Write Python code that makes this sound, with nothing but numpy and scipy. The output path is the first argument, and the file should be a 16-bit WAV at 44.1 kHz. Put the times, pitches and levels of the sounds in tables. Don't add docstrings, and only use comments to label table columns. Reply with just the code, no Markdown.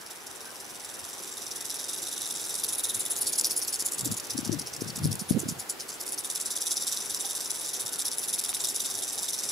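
import sys
import numpy as np
from scipy import signal
from scipy.io import wavfile
from scipy.ndimage import uniform_filter1d

SR = 44100
rng = np.random.default_rng(int(sys.argv[2]) if len(sys.argv) > 2 else 0)


def voltage_ratio(level):
    return 10 ** (np.asarray(level, float) / 20)


def bounce(signal):
    frames = np.transpose(np.atleast_2d(signal))
    limited = np.clip(frames, -1, 1)
    pcm = np.round(limited * 32767).astype(np.int16)
    wavfile.write(sys.argv[1], SR, pcm)


N = 419391


def column(rows, k, t):
    rows = np.array(rows)
    return np.interp(t, rows[:, 0], rows[:, k])


def evened(x):
    return x / np.sqrt(np.mean(x ** 2) + 1e-20)


def noise(spectrum, same, patchy_db):
    log_hz = np.log(np.fft.rfftfreq(1024, 1 / SR) + 1)

    def on_log(rows):
        hz, value = np.transpose(rows)
        return np.interp(log_hz, np.log(hz + 1), value)[:, None]

    a, b, c, d, patches = rng.standard_normal((N // 256 + 5, 513, 5)).T
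    patches = uniform_filter1d(patches, size=8, axis=0)
    patches = evened(uniform_filter1d(patches, size=14, axis=1))
    same = np.clip(on_log(same), 0, 1)
    left = a + 1j * b
    right = same * left + np.sqrt(1 - same ** 2) * (c + 1j * d)
    gain = voltage_ratio(on_log(spectrum) + patchy_db * patches)
    _, out = signal.istft(np.array([left, right]) * gain, nperseg=1024, noverlap=768)
    return evened(out[:, :N])


def add(mix, s, sound):
    start = round(s * SR) - len(sound) // 2
    mix[start:start + len(sound)] += sound


def wavelet(db, hz, ms, glide=0.193, crack=0.22):
    t = np.arange(-2 * ms, 2 * ms, 1000 / SR) / ms
    turns = np.cumsum(hz * (1 - np.tanh(glide * t))) / SR + rng.random()
    overtone = crack * np.exp(-11.5 * t ** 2) * np.cos(2 * np.pi * 1.9 * turns)
    bell = np.exp(-np.log(4) * t ** 2)
    return np.sqrt(2) * voltage_ratio(db) * bell * (np.cos(2 * np.pi * turns) + overtone)


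# (time [s], swings made so far [count])
PACE = [(0.0, -0.35), (1.05, 21.03), (2.75, 57.24), (3.24, 66.37), (3.86, 76.94), (4.32, 84.16),
        (4.91, 92.31), (5.22, 96.19), (5.5, 99.02), (5.87, 102.58), (6.3, 109.84), (6.95, 122.39),
        (7.07, 125.25), (7.81, 140.01), (8.18, 145.86), (8.89, 159.58), (9.02, 162.7), (9.51, 172.29)]
# (time [s], peak level [dB], spread of click cluster [ms])
EFFORT = [(0.0, -44.5, 8.6), (1.33, -38.5, 14), (1.52, -33, 9.1), (2.47, -33.5, 19), (2.66, -30, 10.6),
          (3.42, -24.5, 11.5), (4.75, -35, 8.3), (5.13, -30, 9.3), (5.89, -34.5, 11), (6.08, -31, 9.5),
          (6.84, -27, 11.7), (7.03, -33, 14.3), (7.22, -31, 13.6), (7.6, -34, 18.6), (7.98, -29.5, 12.3),
          (8.74, -26.5, 9.8), (8.93, -31.5, 13.5), (9.5, -30, 13.8)]
# (time [s], extra level [dB], spread factor [ratio])
ODD_SWINGS = [(0.112, 5, 1), (0.27, 4.5, 0.63), (2.642, 5.5, 0.64), (2.845, 3, 0.96), (3.059, 1, 0.65),
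              (3.168, -2.0, 1), (3.33, 0.8, 0.63), (3.39, 4, 0.82), (3.573, 1.9, 0.95), (3.683, -2.5, 0.82),
              (3.738, 0.5, 1.07), (4.056, 3.5, 1), (4.118, 3.5, 0.73), (4.174, 1.5, 0.64), (4.244, -6.5, 1),
              (5.046, 0.5, 1.3), (5.7, 4.5, 0.74), (5.938, -6.5, 1.4), (6.126, 3, 0.67), (6.719, 2, 1.2),
              (6.821, -3.5, 1.4), (7.15, 3.5, 0.79), (7.508, 5.5, 0.48), (7.693, -1, 0.75), (7.746, 0, 1.1),
              (8.061, 1.5, 0.95), (8.606, -4.5, 1.4), (8.648, 4.5, 0.76), (8.69, -2.5, 1.7),
              (8.808, 1, 1.06)]
UNEVEN_DB, UNEVEN_MS, LEAD_MS = .8, 1.1, 1.5
REBOUND_MS, REBOUND_DB, REBOUND_SPREAD_MS, REBOUND_CHANCE_DB = 22.2, -10, 3.2, 2.5
REBOUND_SLOW_DB, SLOWEST_GAP_S = 7, .085


def swings():
    when, made = np.transpose(PACE)
    count = int(made[-1]) + 1
    luck = rng.standard_normal((count, 5)).T
    s = np.interp(np.arange(count), made, when) + (UNEVEN_MS * luck[0] - LEAD_MS) / 1000
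    extra_db, factor = UNEVEN_DB * luck[1], np.ones(count)
    for odd_s, odd_db, odd_factor in ODD_SWINGS:
        k = np.argmin(abs(s - odd_s))
        s[k], extra_db[k], factor[k] = odd_s, odd_db, odd_factor
    db = column(EFFORT, 1, s) + extra_db
    ms = column(EFFORT, 2, s) * factor
    back_s = s + REBOUND_MS / 1000 * np.exp(0.15 * luck[2])
    gap_s = np.gradient(s)
    slow = np.clip((gap_s - .05) / 0.014, 0, 1) * (gap_s < SLOWEST_GAP_S)
    back_db = db + REBOUND_DB + REBOUND_SLOW_DB * slow + REBOUND_CHANCE_DB * np.clip(luck[3], -2, 1)
    back_ms = REBOUND_SPREAD_MS * np.exp(.4 * luck[4])
    return np.r_[s, back_s], np.r_[db, back_db], np.r_[ms, back_ms]


def swing_power(at, rest_db=-56, steep=1.97):
    s, db, ms = np.array(swings(), np.float32)[:, :, None]
    t = np.arange(0, N / SR, 1 / 1000, np.float32)
    late = (t - s) * 1000 / ms + 0.1
    fall = np.where(late < 0, .5 * (steep * late) ** 2, abs(late) ** 1.3)
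    return np.interp(at / SR, t, (voltage_ratio(2 * db) * np.exp(-fall)).sum(0)) + voltage_ratio(2 * rest_db)


def knock_sizes(power, size_db=5.5, clump_db=2.0):
    count = len(power)
    size = voltage_ratio(size_db * np.minimum(rng.exponential(1, count), 3.2))
    size *= voltage_ratio(clump_db * evened(uniform_filter1d(rng.standard_normal(count), size=6)))
    return size * np.sqrt(power / uniform_filter1d(size ** 2, size=20))


# (time [s], rolled over [-1 to 1], turned sideways [0-1], favoured pitch [Hz])
FACING = [(0, 0.00036, 0.2, 10000), (2.3, 0.23, 0.01, 6000), (2.7, 0.42, 0.31, 10000),
          (3.12, 0.74, 0.41, 9800), (3.2, 0.46, .9, 4900), (3.62, 0.05, 1, 5460), (3.85, -0.068, 0.8, 6950),
          (4.1, 0.16, 0.62, 7400), (4.3, -0.16, 0.26, 5640), (4.75, -0.74, 0.35, 5460),
          (5.1, 0.35, .8, 4950), (5.6, -0.21, 0.9, 7140), (5.9, -0.53, 0.7, 6660), (6.2, 0.31, 0.47, 9900),
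          (6.6, 0.12, 0.14, 6100), (7.8, 0.2, 0.17, 9800), (8.2, 0.18, 0.31, 10100),
          (9.5, 0.13, 0.04, 6000)]
# (pitch [Hz], width [Hz], level [dB], change when sideways [dB])
SHELLS = [
    [(3494, 150, -12.5, -4), (3710, 57, -2.5, -10), (3944, 116, -10, -3.5)],
    [(4500, 61, -9.5, 9), (5137, 650, -6.5, 4.5), (5506, 200, 0.5, -4.5), (5970, 122, 2, -7)],
    [(6456, 85, -1.5, 3), (6840, 190, -4, 7), (7390, 190, 3.5, -1.5), (7880, 73, -0.5, 6.5),
     (8395, 95, 2, -5.5)],
    [(9060, 1000, -5, 10), (9670, 200, -6.5, 19.5), (9900, 77, 2.5, 6), (10286, 240, 3, 5.5),
     (10730, 170, 2, 1.5), (11480, 69, -1.5, 2), (12250, 990, -9, 13.5), (12850, 410, -7, 4),
     (13700, 640, -26, -2), (14900, 910, -20, 5)],
]
GROUP_DB, ROLL_DB = [2, 1.5, -2, -2.5], [11, -2, 3.5, 6.5]
FAVOUR_DB, FAVOUR_OCTAVES = 5.5, 0.15


def facing_level_db(at):
    hz, _, _, side_db = np.concatenate(SHELLS).T
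    group = np.repeat(np.arange(4), [len(g) for g in SHELLS])
    roll, sideways, favoured_hz = [column(FACING, k, at / SR)[:, None] for k in (1, 2, 3)]
    off_pitch = np.log2(hz / favoured_hz) / FAVOUR_OCTAVES
    turned_db = np.array(GROUP_DB)[group] + roll * np.array(ROLL_DB)[group] + sideways * side_db
    return turned_db + FAVOUR_DB * sideways * np.exp(-.5 * off_pitch ** 2)


def rattle(choosy_db=4.0, loose=0.17, twist=0.64, wobble=0.23, swing_db=2.5):
    at = np.cumsum(rng.exponential(SR / 2100, 24000))
    at = at[at < N].astype(int)
    power = swing_power(at)
    size = knock_sizes(power)
    hz, width_hz, mode_db, _ = np.concatenate(SHELLS).T
    colour = width_hz * voltage_ratio(mode_db + facing_level_db(at))
    draws = rng.standard_normal((len(at), len(hz), 4), np.float32)
    luck, turn, apart, lean = draws.transpose(2, 0, 1)
    lead = uniform_filter1d(lean, size=50, axis=0)
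    lead = evened(uniform_filter1d(lead, size=3, axis=1))
    sideways = column(FACING, 2, at / SR)[:, None]
    colour *= voltage_ratio(swing_db * (.5 + sideways) * lead)
    colour *= voltage_ratio(choosy_db * luck)
    colour /= np.sqrt((colour ** 2 / width_hz).sum(1, keepdims=True))
    share = size[:, None] * colour * np.exp(2j * np.pi * loose * turn) * np.sign(turn[:, :1])
    u = np.arange(256) / SR
    onset = (1 - np.exp(-u / 0.00014)) ** 2
    rings = -1j * np.exp((2j * np.pi * hz - np.pi * width_hz)[:, None] * u) * onset
    places = (at[:, None] + np.arange(256)).ravel()
    out = np.zeros((2, N + 256))
    for k, sign in enumerate((1, -1)):
        phase = twist * (-1) ** np.arange(len(hz)) + wobble * apart
        seen = share * np.exp(sign * (.5j * phase + 0.17 * lean))
        knocks = (seen.astype(np.complex64) @ rings.astype(np.complex64)).real
        out[k] = np.bincount(places, knocks.ravel(), N + 256)
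    return out[:, :N] * np.sqrt(power.mean() / np.mean(out.mean(0) ** 2))


def sand(x, wet_db=-16, t60_s=0.0044):
    t = np.arange(2200) / SR
    taps = rng.standard_normal((2, 2200)) * (rng.random((2, 2200)) < .05) * voltage_ratio(-60 * t / t60_s)
    taps /= np.linalg.norm(taps, axis=1, keepdims=True)
    return x + voltage_ratio(wet_db) * signal.oaconvolve(x, taps, axes=1)[:, :N]


# (frequency [Hz], density [dB per Hz])
HISS = [(18, -50), (40, -25), (90, -13), (220, -8), (390, -1), (600, -7), (800, -5), (1050, -8), (1500, -8),
        (2100, -12), (3000, -15), (6000, -21), (10000, -23), (16000, -26)]
# (frequency [Hz], likeness [0-1])
SAME = [(200, 0.38), (390, 0.32), (700, 0.44), (1300, 0.24), (2400, 0.028), (8000, 0.41)]
# (time [s], level [dB])
SWELL = [(0, -3.5), (1.2, -1.5), (3.3, 2.5), (5.6, -0.4), (6.7, -0.3), (7.7, 0.3), (9.5, 0.9)]
# (time [s], level [dB], pitch [Hz], length [ms])
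CHIRP = [
    (0.487, -51, 1554, 32),
    (7.25, -43.5, 798, 11),
]
PART_DB, PART_SHARE = [-45.5, -45, -40], [0.9, 0.054, 1]


def background():
    hiss = noise(HISS, SAME, patchy_db=1.0)
    hum = signal.sosfiltfilt(signal.butter(2, 650, "low", fs=SR, output="sos"), hiss)
    fizz = signal.sosfiltfilt(signal.butter(2, 3000, "high", fs=SR, output="sos"), hiss)
    swell_db = column(SWELL, 1, np.arange(N) / SR)
    out = np.zeros((2, N))
    for part, db, share in zip((hum, hiss - hum - fizz, fizz), PART_DB, PART_SHARE):
        out += part * voltage_ratio(db + share * swell_db)
    notes = np.zeros(N)
    for s, db, hz, ms in CHIRP:
        add(notes, s, wavelet(db, hz, ms, glide=0, crack=0))
    return out + notes


# (time [s], hold [s], left level [dB], right level [dB])
GUSTS = [(4.037, .08, -35.5, -39), (4.355, .03, -39, -52), (4.498, 0.053, -31, -52),
         (4.79, 0.069, -38, -55), (4.915, .06, -44, -60), (5.042, 0.077, -31.5, -38),
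         (5.2, 0.026, -46, -43), (5.325, 0.093, -40, -29.5), (5.46, .07, -43, -42)]
GUST_RISE_DB_PER_S, GUST_FALL_DB_PER_S = 280, 188


def gusts(t):
    power = np.zeros((2, len(t)))
    for s, hold_s, left_db, right_db in GUSTS:
        rise_db = np.maximum(GUST_RISE_DB_PER_S * (s - t), 0)
        fall_db = np.maximum(GUST_FALL_DB_PER_S * (t - s - hold_s), 0)
        power += voltage_ratio(2 * (np.array([[left_db], [right_db]]) - (rise_db + fall_db)))
    return np.sqrt(power)


# (frequency [Hz], density [dB per Hz])
RUMBLE = [(30, -33), (70, -24), (130, 6), (220, -7), (330, -10.5), (500, -18.5), (900, -45)]
# (time [s], level [dB], pitch [Hz], length [ms])
PUFFS = [
    (1.032, -53, 89, 20),
    (2.971, -47, 109, 23),
    (7.85, -50, 121, 25),
]
EDDIES_LEFT = [(4.07, -27, 282, 8.3), (4.121, -28, 209, 6.6), (4.356, -28.5, 261, 8.9),
               (4.39, -22.5, 268, 5.4), (4.432, -29, 243, 3.8), (4.472, -34, 222, 13),
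               (4.496, -14, 228, 2.4), (4.537, -26, 313.5, 22), (4.567, -32, 244, 6.1),
               (4.613, -35, 244, 6.2), (4.821, -18, 310, 2.03), (4.895, -38, 210, 8.5),
               (4.981, -32, 227, 6.4), (5.008, -39, 194, 6.6), (5.058, -14, 200, 4.36),
               (5.096, -45, 260, 9.1), (5.119, -38, 280, 3.1), (5.141, -33, 206, 7.0),
               (5.311, -9.5, 211, 3.4), (5.376, -35, 222, 16), (5.459, -30, 169, 5), (5.513, -30, 165, 7.2)]
# (time [s], level [dB], pitch [Hz], length [ms])
EDDIES_RIGHT = [(4.061, -33, 266, 6.9), (4.108, -40, 150, 7.8), (4.498, -48, 197, 8.3),
                (5.045, -34, 173, 5.6), (5.058, -27, 182, 9.4), (5.145, -36, 175, 8.8),
                (5.221, -28, 199, 7.4), (5.327, -25, 193, 5.5), (5.349, -21, 162, 8),
                (5.369, -17, 233, 8.8), (5.435, -26.5, 354, 5), (5.467, -27, 237, 4.3),
                (5.489, -21.5, 219, 3.6), (5.525, -28.5, 180, 4.2),
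                (5.377, -20.5, 340, 2.7),
]


def wind(leak_db=-17):
    t = np.arange(N) / SR
    strength = np.array([np.interp(t, t[::100], port) for port in gusts(t[::100])])
    out = noise(RUMBLE, [(30, 0.5), (900, 0.1)], patchy_db=4.0) * strength
    for port, rows in enumerate(([*EDDIES_LEFT, *PUFFS], EDDIES_RIGHT)):
        for s, db, hz, ms in rows:
            add(out[port], s, wavelet(db, hz, ms))
    low_cut = signal.butter(2, 65, "high", fs=SR, output="sos")
    return signal.sosfilt(low_cut, out + voltage_ratio(leak_db) * out[::-1])


# (time [s], peak level [dB])
TICKS = [(8.3788, -31), (8.4155, -32), (8.4535, -29), (8.4928, -28), (8.5302, -26), (8.5675, -29),
         (8.6058, -31)]


def ticks(hz=4300, pan_db=3, lift_db=2.5):
    out, t = np.zeros(N), np.arange(-40, 40) / SR
    snap = -np.gradient(np.exp(-(np.pi * hz * t) ** 2))
    for s, db in TICKS:
        add(out, s, voltage_ratio(db + lift_db) * snap / snap.max())
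    return out * voltage_ratio([[pan_db], [-pan_db]])


def scene():
    near = rattle() * voltage_ratio([[-.3], [.3]]) + ticks()
    return sand(near) + background() + wind()


def roll_off(x):
    return signal.sosfilt(signal.butter(12, 16150, fs=SR, output="sos"), x)


def record(dry):
    edge = signal.firwin(1001, 15690, window=("kaiser", 9), fs=SR)
    mix = signal.oaconvolve(dry, edge[None], "same", axes=1)
    return roll_off(mix)


dry = scene()
out = record(dry)
bounce(out)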